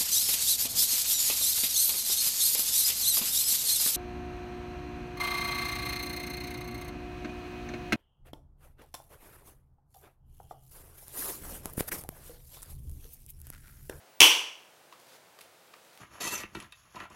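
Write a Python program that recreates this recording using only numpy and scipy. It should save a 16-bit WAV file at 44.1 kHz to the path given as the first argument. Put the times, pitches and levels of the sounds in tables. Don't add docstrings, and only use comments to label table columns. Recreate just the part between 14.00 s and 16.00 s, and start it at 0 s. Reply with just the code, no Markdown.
import sys
import numpy as np
from scipy import signal
from scipy.fft import rfft, irfft
from scipy.io import wavfile

SR = 44100
rng = np.random.default_rng(int(sys.argv[2]) if len(sys.argv) > 2 else 0)


def output_pcm(signal):
    pcm = np.clip(np.atleast_2d(signal).T, -1, 1) * 32767
    wavfile.write(sys.argv[1], SR, np.round(pcm).astype(np.int16))


N = 88200

# pitch_hz, level_db
ROOM_NOISE_COLOUR = [(15, -77.5), (25, -40.5), (140, -10), (221, -12.5), (410, -6.5), (482, -5.5),
                     (523, -3.5), (871, -5.5), (1110, -10), (1300, -9), (2360, -13), (3170, -14.5),
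                     (5730, -18.5), (8580, -19.5), (15500, -23)]
# delay_s, level_db
WALL_ECHOES = [(.0052, -11), (.0088, -8.5), (0.0125, -11.5), (.013, -3.5), (0.022, -9), (0.02, -12),
               (.0238, -13.5), (.0284, -7), (.036, -12.5)]
# pitch_hz, fall_s
ROOM_FALL = [(60, 0.1), (300, .5), (1000, 0.59), (3000, 0.51), (6000, 0.49), (10000, .41), (15000, .32)]
# loudest_s, level_db, rise_s, fall_s
SLIDES = [(1.015, -75.5, 0.023, 0.015), (1.16, -56.5, 0.11, 0.009), (1.411, -61, .02, 0.015),
          (1.98, -62.5, .25, .1)]
# pitch_hz, level_db
PAPER_COLOUR = [(150, -18.5), (700, 4), (2000, 2), (4500, 3), (8000, -3), (12000, -2.5), (15500, -8.5)]
# start_s, level_db, fall_s (time to fall by 60 dB)
TICKS = [(.9995, -36, 0.013), (1.389, -29.5, 0.027), (1.409, -26, 0.03), (1.413, -26, 0.019),
         (1.8495, -37.5, .005), (1.9755, -30, .008)]
# pitch_hz, level_db
TICK_COLOUR = [(200, -28), (1500, 3.5), (4000, 3.5), (7500, -2.5), (10500, 1), (13500, -6), (15500, -8.5)]
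# start_s, level_db, pitch_hz, click_db (click against the ring)
TAPS = [(.9254, -26, 1060, -2.5), (.934, -32.5, 1234, -1), (1.3885, -33, 1160, 2.5),
        (1.546, -36, 647, -19.5), (1.736, -37, 1410, 7), (1.739, -32, 1240, 4)]
# pitch_hz, level_db
TAP_CLICK_COLOUR = [(100, -15), (400, 1), (1500, 5), (4000, 0), (7000, -10.5), (15000, -16.5)]
# start_s, level_db
KNOCKS = [(0.2154, 0), (0.254, -9.5)]
# pitch_hz, level_db, fall_s (time to fall by 60 dB)
SPINE_TONES = [(348, -11.5, 0.044), (462.6, 1, 0.015), (1015, -0.5, 0.0093)]
# pitch_hz, level_db, fall_s (time to fall by 60 dB)
STEEL_TONES = [(1032, -7.5, 0.43), (2368, -6.5, 0.57), (2498, -7.5, .45), (2660, -2.5, .4),
               (2684, -1.5, .45), (2850, 0, 0.56), (3030, -0.5, 0.56), (3095, -4, .38), (3246, -7.5, .35),
               (3360, -1, .28), (3596, -7.5, 0.42), (4700, -14.5, .35), (5669, -11.5, 0.5),
               (5922, -14.5, .45)]
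# start_s, level_db
SNAPS = [(.2037, -13), (.2063, -1)]
# pitch_hz, level_db
SNAP_COLOUR = [(30, -40), (210, -42), (300, -17), (470, -17), (680, -20), (980, -9), (1250, -17),
               (1900, -17), (2350, -6), (2930, 1), (3380, -3), (3600, -13), (3950, -17), (4500, -14),
               (5100, -15), (5750, -8), (6400, -12), (6950, -20), (7700, -16), (8600, -19), (10300, -17),
               (14600, -19), (15700, -23)]
# pitch_hz, level_db
CLASH_COLOUR = [(200, -42.5), (1500, -12), (3000, 5.5), (9000, 4), (15500, -11)]

ROOM_NOISE_DB = -59
TAIL_DB, TAIL_BUILD_S = 1.5, 0.014
SMALL_ROOM_DB, KNOCK_ROOM_DB, CLASH_ROOM_DB = -10.5, -9, -14.5
GRAIN_DB, GRAIN_HZ = 3, 483
TAP_RING_FALL_S, TAP_CLICK_FALL_S = 0.018, 0.029
TONE_RISE_S = 0.0021
STEEL_DB = -22
SNAP_DB, CLASH_DB, CLASH_FALL_S = 18.5, -5, 0.0048
CLASH_GROWS = 0.68
CLIP_TOP, CLIP_HARDNESS = 1.0, 6
TOP_HZ = 15800


def amp(db):
    return 10 ** (np.asarray(db) / 20)


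def unit(x):
    return x / np.sqrt(np.mean(x ** 2) + 1e-20)


def unit_energy(x):
    return x / np.sqrt(np.sum(x ** 2) + 1e-20)


def along(points, hz):
    pitch, value = np.transpose(points)
    return np.interp(np.log(hz + 1), np.log(pitch + 1), value)


def convolve(x, h):
    return signal.fftconvolve(x, h)[:N]


def pulse(colour, size=8192):
    hz = np.fft.rfftfreq(size, 1 / SR)
    cepstrum = irfft(np.log(amp(along(colour, hz))))
    cepstrum[1:size // 2] *= 2
    cepstrum[size // 2 + 1:] = 0
    return unit_energy(irfft(np.exp(rfft(cepstrum))))


def noise(colour):
    gain = amp(along(colour, np.fft.rfftfreq(N, 1 / SR)))
    return unit(irfft(rfft(rng.standard_normal(N)) * gain, N))


def fade(fall_s):
    return np.exp(-np.log(1000) * np.arange(N) / SR / fall_s)


def ring(hz, fall_s):
    t = np.arange(N) / SR
    rise = 1 - np.exp(-t / TONE_RISE_S)
    return np.sin(2 * np.pi * hz * t) * fade(fall_s) * rise


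def burst(colour, fall_s):
    puff = rng.standard_normal(N) * fade(fall_s)
    return unit_energy(convolve(puff, pulse(colour)))


def at(s, x):
    return np.pad(x, (max(round(s * SR), 0), N))[:N]


def room_noise():
    return amp(ROOM_NOISE_DB) * noise(ROOM_NOISE_COLOUR)


def room(x):
    hz, t, bands = signal.stft(rng.standard_normal(N), SR, nperseg=256)
    band_fade = np.exp(-np.log(1000) * t / along(ROOM_FALL, hz)[:, None])
    tail = signal.istft(bands * band_fade, SR, nperseg=256)[1][:N]
    build_up = 1 - np.exp(-np.arange(N) / SR / TAIL_BUILD_S)
    tail = unit_energy(tail * build_up)
    echoes = sum(amp(db) * at(s, x) for s, db in WALL_ECHOES)
    return amp(TAIL_DB) * convolve(x, tail) + echoes


def paper():
    t = np.arange(N) / SR
    swell = sum(amp(db) * np.exp(-np.abs(t - s) / np.where(t < s, rise, fall))
                for s, db, rise, fall in SLIDES)
    grain = np.interp(t * GRAIN_HZ, np.arange(N), rng.standard_normal(N))
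    rough = unit(noise(PAPER_COLOUR) * amp(GRAIN_DB * grain))
    ticks = sum(amp(db) * at(s, burst(TICK_COLOUR, fall_s)) for s, db, fall_s in TICKS)
    return swell * rough + ticks


def taps():
    out = np.zeros(N)
    for s, db, hz, click_db in TAPS:
        hollow = unit_energy(ring(hz, TAP_RING_FALL_S))
        click = amp(click_db) * burst(TAP_CLICK_COLOUR, TAP_CLICK_FALL_S)
        out += amp(db) * at(s, hollow + click)
    return out


def knock():
    body = unit_energy(sum(amp(db) * ring(hz, fall_s) for hz, db, fall_s in SPINE_TONES))
    return sum(amp(db) * at(s, body) for s, db in KNOCKS)


def steel():
    tones = sum(amp(db) * ring(hz, fall_s) for hz, db, fall_s in STEEL_TONES)
    closing_s = SNAPS[-1][0]
    return amp(STEEL_DB) * at(closing_s, tones)


def snap():
    out = np.zeros(N)
    for s, db in SNAPS:
        click = amp(SNAP_DB + db) * at(s, pulse(SNAP_COLOUR))
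        clash_db = SNAP_DB + CLASH_DB + CLASH_GROWS * db
        clash = amp(clash_db) * at(s, burst(CLASH_COLOUR, CLASH_FALL_S))
        out += click + clash + room(click) + amp(CLASH_ROOM_DB) * room(clash)
    return out


def scene():
    small = paper() + taps()
    thud = knock()
    answer = amp(SMALL_ROOM_DB) * room(small) + amp(KNOCK_ROOM_DB) * room(thud)
    return (room_noise() + small + thud + answer + steel() + snap())[None]


def record(dry):
    clipped = dry / (1 + np.abs(dry / CLIP_TOP) ** CLIP_HARDNESS) ** (1 / CLIP_HARDNESS)
    kept = np.fft.rfftfreq(N, 1 / SR) < TOP_HZ
    return irfft(rfft(clipped) * kept, N)


dry = scene()
out = record(dry)
output_pcm(out)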